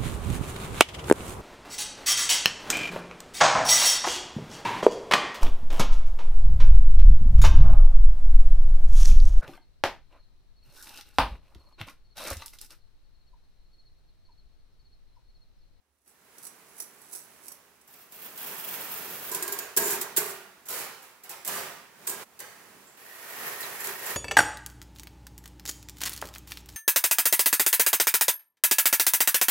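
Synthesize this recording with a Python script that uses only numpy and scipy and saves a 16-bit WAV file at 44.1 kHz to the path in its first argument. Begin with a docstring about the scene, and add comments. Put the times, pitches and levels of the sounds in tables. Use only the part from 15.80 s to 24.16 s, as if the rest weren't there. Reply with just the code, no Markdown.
"""A long wire coil is threaded through the plates of a metal frame, after gloved fingers have spun a
small nut onto a terminal. The nut rasps and ticks on its bolt; then the turns of the coil scrape, snag
and zing on the edges of the holes. A snag sets the slack coil shimmering like a spring reverb or, when
the coil is taut, rings the frame, which stands on a wooden bench in a quiet room."""
import sys
import numpy as np
from scipy import signal
from scipy.fft import rfft, irfft
from scipy.io import wavfile
from scipy.ndimage import uniform_filter1d

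SR = 44100
rng = np.random.default_rng(int(sys.argv[2]) if len(sys.argv) > 2 else 0)


def persist_wave(psi):
    """Save psi, clipped to +-1, as 16-bit WAV."""
    counts = np.round(np.clip(psi, -1, 1) * 32767).astype(np.int16)
    wavfile.write(sys.argv[1], SR, np.atleast_2d(counts).T)


N = 368676
TIME, BINS = np.arange(N) / SR, np.fft.rfftfreq(N, 1 / SR)

# The two long pulls of the coil through a hole. Each row: time in seconds, effort in dB.
FIRST_PULL = [(2.07, -70), (2.08, -60.5), (2.248, -58), (2.288, -70), (2.32, -57), (2.448, -44.5),
              (2.524, -57.5), (2.638, -39), (2.814, -46.5), (2.894, -38), (3.092, -44), (3.104, -41),
              (3.5, -43.5)]
LAST_PULL = [(7.17, -57), (7.672, -40), (7.812, -44), (7.832, -41.5), (7.978, -44), (8.098, -39.5),
             (8.17, -46), (8.31, -37), (8.36, -43)]
# The colour of the coil's shimmer. Each row: frequency in Hz, relative level in dB.
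COIL_SPECTRUM = [(35, -30), (60, -29), (110, -14), (200, -9.5), (300, -14.5), (400, -0.5), (520, -5),
                 (650, -4.5), (1000, -3), (1750, -4), (2600, -7), (3400, -11), (13800, -12), (15500, -12)]


def amp(db):
    """Decibels to gain."""
    return 10 ** (np.asarray(db) / 20)


def unit_rms(x):
    """Scales to rms 1."""
    return x / np.sqrt(np.mean(x ** 2) + 1e-20)


def curve_at(points, hz):
    """Reads a table on a log-frequency axis."""
    f, value = np.transpose(points)
    return np.interp(np.log(hz + 1), np.log(f + 1), value)


def envelope(rows):
    """A smooth gain curve through (seconds, dB) points; silent outside them."""
    s, db = np.transpose(rows)
    return uniform_filter1d(amp(np.interp(TIME, s, db, left=-120, right=-120)), 200)


def add(mix, s, sound):
    """Mixes a stereo sound in at s seconds."""
    part = mix[:, round(s * SR):][:, :sound.shape[1]]
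    part += sound[:, :part.shape[1]]


def convolve(x, response):
    """Passes x through an impulse response."""
    return signal.fftconvolve(np.atleast_2d(x), np.atleast_2d(response), axes=1)[:, :N]


def noise(spectrum):
    """Coloured stereo noise, alike in both ears in the bass and diffuse in the treble."""
    # Each row: frequency in Hz, left-right correlation.
    likeness = [(60, 0.69), (300, 0.7), (640, 0.77), (1400, 0.59), (3100, 0.12), (7000, 0.032),
                (15000, .05)]
    left, other = rfft(rng.standard_normal((2, N)))
    same = np.clip(curve_at(likeness, BINS), -1, 1)
    right = same * left + np.sqrt(1 - same ** 2) * other
    return unit_rms(irfft(np.array([left, right]) * amp(curve_at(spectrum, BINS)), N))


def grains(size, per_s, spread_db):
    """Tiny impacts of uneven strength; each radiates differently to the two sides."""
    strength = amp(spread_db * np.minimum(rng.exponential(1, size), 4))
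    hit = rng.random(size) < per_s / SR
    return unit_rms(strength * hit * rng.uniform(-1.08, 1, (2, size)))


def metal(x, spectrum, peaks, scatter_db, scatter_s):
    """The colour of a small metal part, followed by scatter from the plates and bench around it."""
    size = 4096
    hz = abs(np.fft.fftfreq(size, 1 / SR))
    resonance_db = sum(lift / (1 + (2 * (hz - f) / width) ** 2) for f, width, lift in peaks)
    log_gain = np.log(amp(curve_at(spectrum, hz) + resonance_db))
    minimum_phase = np.exp(np.conj(signal.hilbert(log_gain)))
    tick = np.fft.ifft(minimum_phase).real[:size // 2]
    direct = convolve(x, tick / np.linalg.norm(tick))
    scatter = rng.standard_normal((2, size)) * np.exp(-TIME[:size] / scatter_s)
    return direct + amp(scatter_db) * convolve(direct, scatter / np.linalg.norm(scatter[0]))


def skip(fade_s, rise_share=0.029):
    """A quick run of impacts that builds up, then dies away as the wire or nut settles."""
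    t = TIME[:SR // 3]
    shape = (1 - np.exp(-t / (rise_share * fade_s))) * np.exp(-t / fade_s)
    run = grains(len(t), per_s=9000, spread_db=2) * shape
    return run * np.linalg.norm(shape) / np.linalg.norm(run, axis=1, keepdims=True)


def modal_response(modes):
    """Decaying modes, wider in stereo the higher they lie; so small a body radiates no bass."""
    t = TIME[:SR * 3 // 4]
    lag_s = rng.normal(0, .00008, (len(modes), 2, 1))
    ring = sum(amp(db - 60 * t / t60) * np.sin(2 * np.pi * hz * (t + lag))
               for (hz, db, t60), lag in zip(modes, lag_s))
    return signal.sosfilt(signal.butter(4, 270, "highpass", fs=SR, output="sos"), ring)


def room_tone(level_db=-77.5):
    """The faint hiss of the quiet room."""
    # Each row: frequency in Hz, relative level in dB.
    spectrum = [(18, -47), (30, -37), (69, 7.5), (130, -22), (197, -7), (1290, -12.5), (3230, -18),
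                (15500, -24)]
    return amp(level_db) * noise(spectrum)


def nut(rasp_db=-4, tick_db=3, bolt_db=-8, flick_s=0.027, coast_s=0.12, coast_db=-12.5):
    """The nut rasps along its thread at each flick and ticks in its play; the bolt rings on."""
    # Each row: moment of fastest turning in seconds, relative rasp level in dB.
    flicks = [(0.29, -59), (0.648, -43.5), (1.0, -42.5), (1.359, -36.5), (1.665, -47)]
    # Each row: start in seconds, relative level in dB.
    ticks = [(0.277, -55), (0.582, -43.5), (0.651, -42), (0.668, -38), (1.002, -30.5), (1.022, -38),
             (1.217, -48), (1.329, -38), (1.682, -36.5), (1.719, -39), (2.013, -55.5)]
    # The bolt and its washers. Each row: frequency in Hz, relative level in dB, T60 in seconds.
    bolt_modes = [(6080, -9, .28), (5850, -7, 0.25), (8040, 0.5, 0.18), (8160, -16, .2),
                  (10400, -12, 0.088), (10460, -3, 0.16), (10860, 6, 0.073), (10830, 0, .15),
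                  (12950, 0, 0.099)]
    # Each row: frequency in Hz, relative level in dB.
    thread_spectrum = [(80, -50), (300, -5), (1500, -15.5), (3200, -20.5), (5000, -8.5), (7500, -7),
                       (10500, -1), (13000, -5.5), (15500, -7)]
    # The nut's bright resonances. Each row: centre in Hz, width in Hz, lift in dB.
    nut_peaks = [(5800, 160, 3), (7940, 180, 3), (9770, 400, 4.7), (10200, 450, 3.4), (12000, 250, 3),
                 (13100, 300, 4)]
    turning = np.zeros(N)
    for s, db in flicks:
        flick = np.exp(-((TIME - s) / flick_s) ** 2)
        coast = amp(coast_db) * np.exp(-abs(TIME - s) / coast_s)
        turning += amp(db) * (flick + coast)
    drive = amp(rasp_db) * turning * grains(N, per_s=900, spread_db=1)
    for s, db in ticks:
        add(drive, s, amp(db + tick_db) * skip(fade_s=0.0049))
    bolt = modal_response(bolt_modes)
    ring = amp(bolt_db) * convolve(drive, bolt / np.linalg.norm(bolt[0]))
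    contact = metal(drive, thread_spectrum, nut_peaks, scatter_db=-6.5, scatter_s=0.046)
    lean_right = amp([[-1.5], [1.5]])
    return lean_right * (contact + ring)


def frame_response(drift_share=0.0019, wire_above_hz=5000):
    """Frame and wire ring together; only the wire's high modes move with each new point of contact."""
    # Each row: frequency in Hz, relative level in dB, T60 in seconds.
    modes = [(370.4, -5.5, 0.69), (389.6, -9.5, 0.48), (404.5, -3, 0.43), (427.7, -3.5, 0.29),
             (461, -11, 0.63), (661, -16, 0.98), (916, -9, 0.36), (1006, -3.5, 0.33), (1099, -7, 0.36),
             (1510, -6.5, 0.27), (1614, -8, 0.56), (1630, -7, 0.3), (7070, 1, 0.11), (6880, -2, 0.14),
             (8400, -2.5, 0.14), (11983, 3, .11), (12783, -4, .1), (12947, 4.5, 0.13), (13100, -1, .08),
             (13350, -4, .1)]
    drift = drift_share * rng.standard_normal(len(modes))
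    return modal_response([(hz * (1 + d * (hz > wire_above_hz)), db, t60)
                           for (hz, db, t60), d in zip(modes, drift)])


def lingering(gain, fade_s):
    """The level of a body that stores what drives it and lets it go slowly."""
    keep = np.exp(-2 / (fade_s * SR))
    return np.sqrt(signal.lfilter([1 - keep], [1, -keep], gain ** 2))


def handling(frame, last_pull_db=3, frame_db=-16):
    """Holding and pulling keep coil and frame ringing with light touches, and rumble in the bench."""
    # The hands keep the coil faintly astir. Each row: time in seconds, level in dB.
    hold = [(0.26, -67.5), (0.58, -56), (1.7, -56.5), (2.0, -62), (4.8, -59), (5.35, -62), (6.08, -63),
            (6.25, -49.5), (6.43, -41.5), (6.45, -60), (6.8, -53), (7.0, -53.5), (7.3, -57)]
    # The hands press the frame on the bench. Each row: start in seconds, level in dB, fade in seconds.
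    thuds = [(2.45, -66, 0.046), (3.51, -56, .06), (3.971, -47.5, 0.22), (4.365, -62, 0.04),
             (5.67, -50, 0.15), (6.95, -67, 0.032), (7.62, -59, 0.07)]
    held = envelope(hold)
    first = lingering(envelope(FIRST_PULL), fade_s=0.18)
    last = lingering(envelope(LAST_PULL), fade_s=0.0067)
    touches = grains(N, per_s=600, spread_db=3.5)[0]
    ringing = noise(COIL_SPECTRUM) + amp(frame_db) * unit_rms(convolve(touches, frame))
    ring_gain = np.sqrt(held ** 2 + first ** 2 + (amp(last_pull_db) * last) ** 2)
    pressing = sum(amp(db) * (TIME > s) * np.exp(-abs(TIME - s) / fade_s) for s, db, fade_s in thuds)
    rumble_gain = amp(-11) * held + amp(-16) * first + amp(-26) * last + uniform_filter1d(pressing, 600)
    # Each row: frequency in Hz, relative level in dB.
    bench_spectrum = [(25, -22), (60, -20.5), (110, -8), (190, -0.5), (280, -1), (450, -9), (1000, -8),
                      (4000, -74)]
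    return ring_gain * ringing + rumble_gain * noise(bench_spectrum)


def grip_and_give(depth_db, step_s):
    """A gain that wanders as the wire grips and gives."""
    steps = rng.standard_normal(2000)
    return amp(depth_db * np.interp(TIME / step_s, np.arange(len(steps)), steps))


def pulls():
    """Turn after turn scrapes over the edge of a hole, as hard as the hand pulls."""
    # Each row: frequency in Hz, relative level in dB.
    scrape_spectrum = [(300, -27), (2500, -4.5), (5000, -11.5), (8000, -14.5), (9600, -11.5), (11000, -1),
                       (12500, -0.5), (15500, -2)]
    # The wire's resonances in each pull. Each row: centre in Hz, width in Hz, lift in dB.
    first_peaks = [(8300, 280, 12.3), (11900, 110, 3.5), (11930, 91, 6.9), (12600, 84, 4),
                   (15500, 440, 6.5)]
    last_peaks = [(1760, 650, 17), (7640, 150, 8), (10460, 200, 7), (14200, 130, 4)]
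    grip = grip_and_give(depth_db=2, step_s=0.014)
    first = envelope(FIRST_PULL) * grip * grains(N, per_s=2600, spread_db=2.5)
    last = envelope(LAST_PULL) * grip * grains(N, per_s=1500, spread_db=2.5)
    return (metal(first, scrape_spectrum, first_peaks, scatter_db=3, scatter_s=0.006)
            + metal(last, scrape_spectrum, last_peaks, scatter_db=-1, scatter_s=0.013))


def coil_response(waves, rise_s=0.0016):
    """Waves disperse along the coil into a dense ring, different each time; the top dies first."""
    # Each row: frequency in Hz, T60 in seconds.
    ring_times = [(100, 0.8), (400, 0.74), (1500, 0.9), (3500, 0.86), (8000, 0.7), (15000, 0.68)]
    start = rng.integers(0, N - SR)
    hz, t, bands = signal.stft(waves[:, start:start + SR * 3 // 4], SR, nperseg=256)
    decay = amp(-60 * t / curve_at(ring_times, hz)[:, None])
    ring = signal.istft(bands * decay, SR, nperseg=256)[1]
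    return ring * (1 - np.exp(-TIME[:ring.shape[1]] / rise_s))


def snags(frames, rattle_db=4, knee_db=-35.5, push_slope=0.83, feed_s=0.0051, stop_s=6.44):
    """Each snag or tug rattles at the hole and rings on: in the coil if slack, more in the frame if taut."""
    # Single turns catch and skip free. Each row: start in seconds, relative rattle in dB, fade in seconds.
    catches = [(2.076, -53.5, 0.0094), (2.138, -51, 0.0078), (2.322, -46, .012), (2.576, -37.5, 0.0074),
               (3.514, -32.5, 0.028), (3.546, -27, 0.015), (3.6254, -25.5, 0.0074), (3.678, -29, 0.0073),
               (3.722, -30, 0.013), (3.788, -28, 0.0074), (3.965, -24, 0.017), (3.972, -15.5, 0.0072),
               (4.104, -29.5, 0.022), (4.212, -27.5, 0.015), (4.364, -26.5, 0.0083), (4.369, -20, .02),
               (4.375, -22.5, 0.0086), (4.855, -48, 0.036), (4.884, -35.5, 0.043), (5.220, -54, 0.05),
               (5.435, -46, 0.02), (5.493, -38.5, 0.026), (5.648, -35, .014), (5.676, -27.5, 0.013),
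               (6.269, -35, 0.017), (6.273, -26, 0.0063), (6.2961, -28.5, 0.0078), (6.591, -40, 0.0074),
               (6.602, -33, 0.0038), (7.806, -37, .02), (8.004, -36.5, .009), (8.041, -34.5, 0.022),
               (8.070, -30.5, 0.0054), (8.257, -36.5, 0.036)]
    # Each row: start and length in seconds, then relative rattle and push on coil and frame in dB.
    tugs = [(3.504, 0.32, -50, -39.5), (3.982, 0.15, -33, -32.5), (4.402, 0.098, -41, -41.5),
            (4.90, .11, -40, -39.5), (5.66, .12, -42, -39), (6.275, 0.05, -41, -43)]
    # The stretch of the coil. Each row: time in seconds, tension from 0 (slack) to 1 (taut).
    stretch = [(2.6, 0.2), (3.5, 0.82), (4.4, 0.79), (4.85, 0.26), (5.7, 0.13), (6.27, 0.93), (6.6, 0),
               (8.3, 0.76)]
    # Each row: frequency in Hz, relative level in dB.
    rattle_spectrum = [(80, -73), (300, -78), (1500, -10.5), (3500, -6.5), (5000, -4), (7000, -2.5),
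                       (9500, -2), (12000, 3.5), (15500, 1.5)]
    # The wire's bright resonances. Each row: centre in Hz, width in Hz, lift in dB.
    wire_peaks = [(7280, 300, 5), (8070, 510, 5), (11100, 200, 7), (13230, 230, 7)]
    rattle, ring = np.zeros((2, 2, N))
    waves = noise(COIL_SPECTRUM)
    coils = [coil_response(waves) for _ in range(7)]
    # The harder a snag, the more of it is spent as rattle rather than push.
    bursts = [(s, db, knee_db + push_slope * (db - knee_db), skip(fade_s)) for s, db, fade_s in catches]
    bursts += [(s, db, push_db, tug(length_s)) for s, length_s, db, push_db in tugs]
    for k, (s, db, push_db, burst) in enumerate(bursts):
        add(rattle, s, amp(db + rattle_db) * burst)
        tension = np.interp(s, *np.transpose(stretch))
        coil_db, frame_db = -5 - 10 * tension, -23 + 9 * tension
        frame = frames[k % len(frames)]
        coil = coils[k % len(coils)][:, :frame.shape[1]]
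        push = amp(push_db) * burst[0] / np.sqrt(feed_s * SR)
        tail = convolve(push, amp(coil_db) * coil + amp(frame_db) * frame)
        if s < stop_s:  # tails still ringing at stop_s stop short
            tail *= np.clip((stop_s - s - TIME[:tail.shape[1]]) / 0.0018, 0, 1)
        add(ring, s, tail)
    return metal(rattle, rattle_spectrum, wire_peaks, scatter_db=-9, scatter_s=0.012) + ring


def tug(length_s, rise_s=0.0013, release_s=0.039):
    """A run of turns drags over the edge: impacts start at once, hold while the hand moves, then fade."""
    t = TIME[:SR * 2 // 3]
    shape = (1 - np.exp(-t / rise_s)) * np.exp(-np.maximum(t - length_s, 0) / release_s)
    return shape * grains(len(t), per_s=4000, spread_db=2.5)


def zings(width_hz=220, rise_s=0.001):
    """The wire sticks and slips rapidly on an edge, exciting one narrow resonance."""
    # Each row: start in seconds, pitch in Hz, level in dB, fade in seconds.
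    slips = [(3.72, 12600, -30, 0.017), (3.975, 13000, -32, 0.088), (4.03, 7100, -33.5, .08),
             (6.269, 8260, -30, 0.034), (7.069, 7560, -56, 0.065), (7.828, 3900, -37.5, .02),
             (8.004, 7400, -39, 0.011), (8.042, 7600, -42, 0.018), (8.255, 7540, -45, 0.034)]
    out, t = np.zeros((2, N)), TIME[:SR // 3]
    for s, hz, db, fade_s in slips:
        resonance = signal.iirpeak(hz, hz / width_hz, fs=SR)
        tone = unit_rms(signal.lfilter(*resonance, rng.standard_normal((2, len(t)))))
        add(out, s, amp(db) * tone * (1 - np.exp(-t / rise_s)) * np.exp(-t / fade_s))
    return out


def scene():
    """All sources over the room tone, a little to the right."""
    # Each row: frequency in Hz, left minus right in dB.
    balance = [(60, -3.5), (380, -4.5), (1300, -4), (4400, -2.5), (8100, -5), (15000, -1.5)]
    frames = [frame_response() for _ in range(5)]
    mix = nut() + pulls() + handling(frames[0]) + snags(frames) + zings() + room_tone()
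    side_gains = amp(np.outer([.5, -.5], curve_at(balance, BINS)))
    return irfft(rfft(mix) * side_gains, N)


def record(dry):
    """A clean, steep low-pass takes off the very top."""
    lowpass = signal.firwin(511, cutoff=15850, window=("kaiser", 9), fs=SR)
    return signal.oaconvolve(dry, lowpass[None], "same")


dry = scene()
out = record(dry)
persist_wave(out)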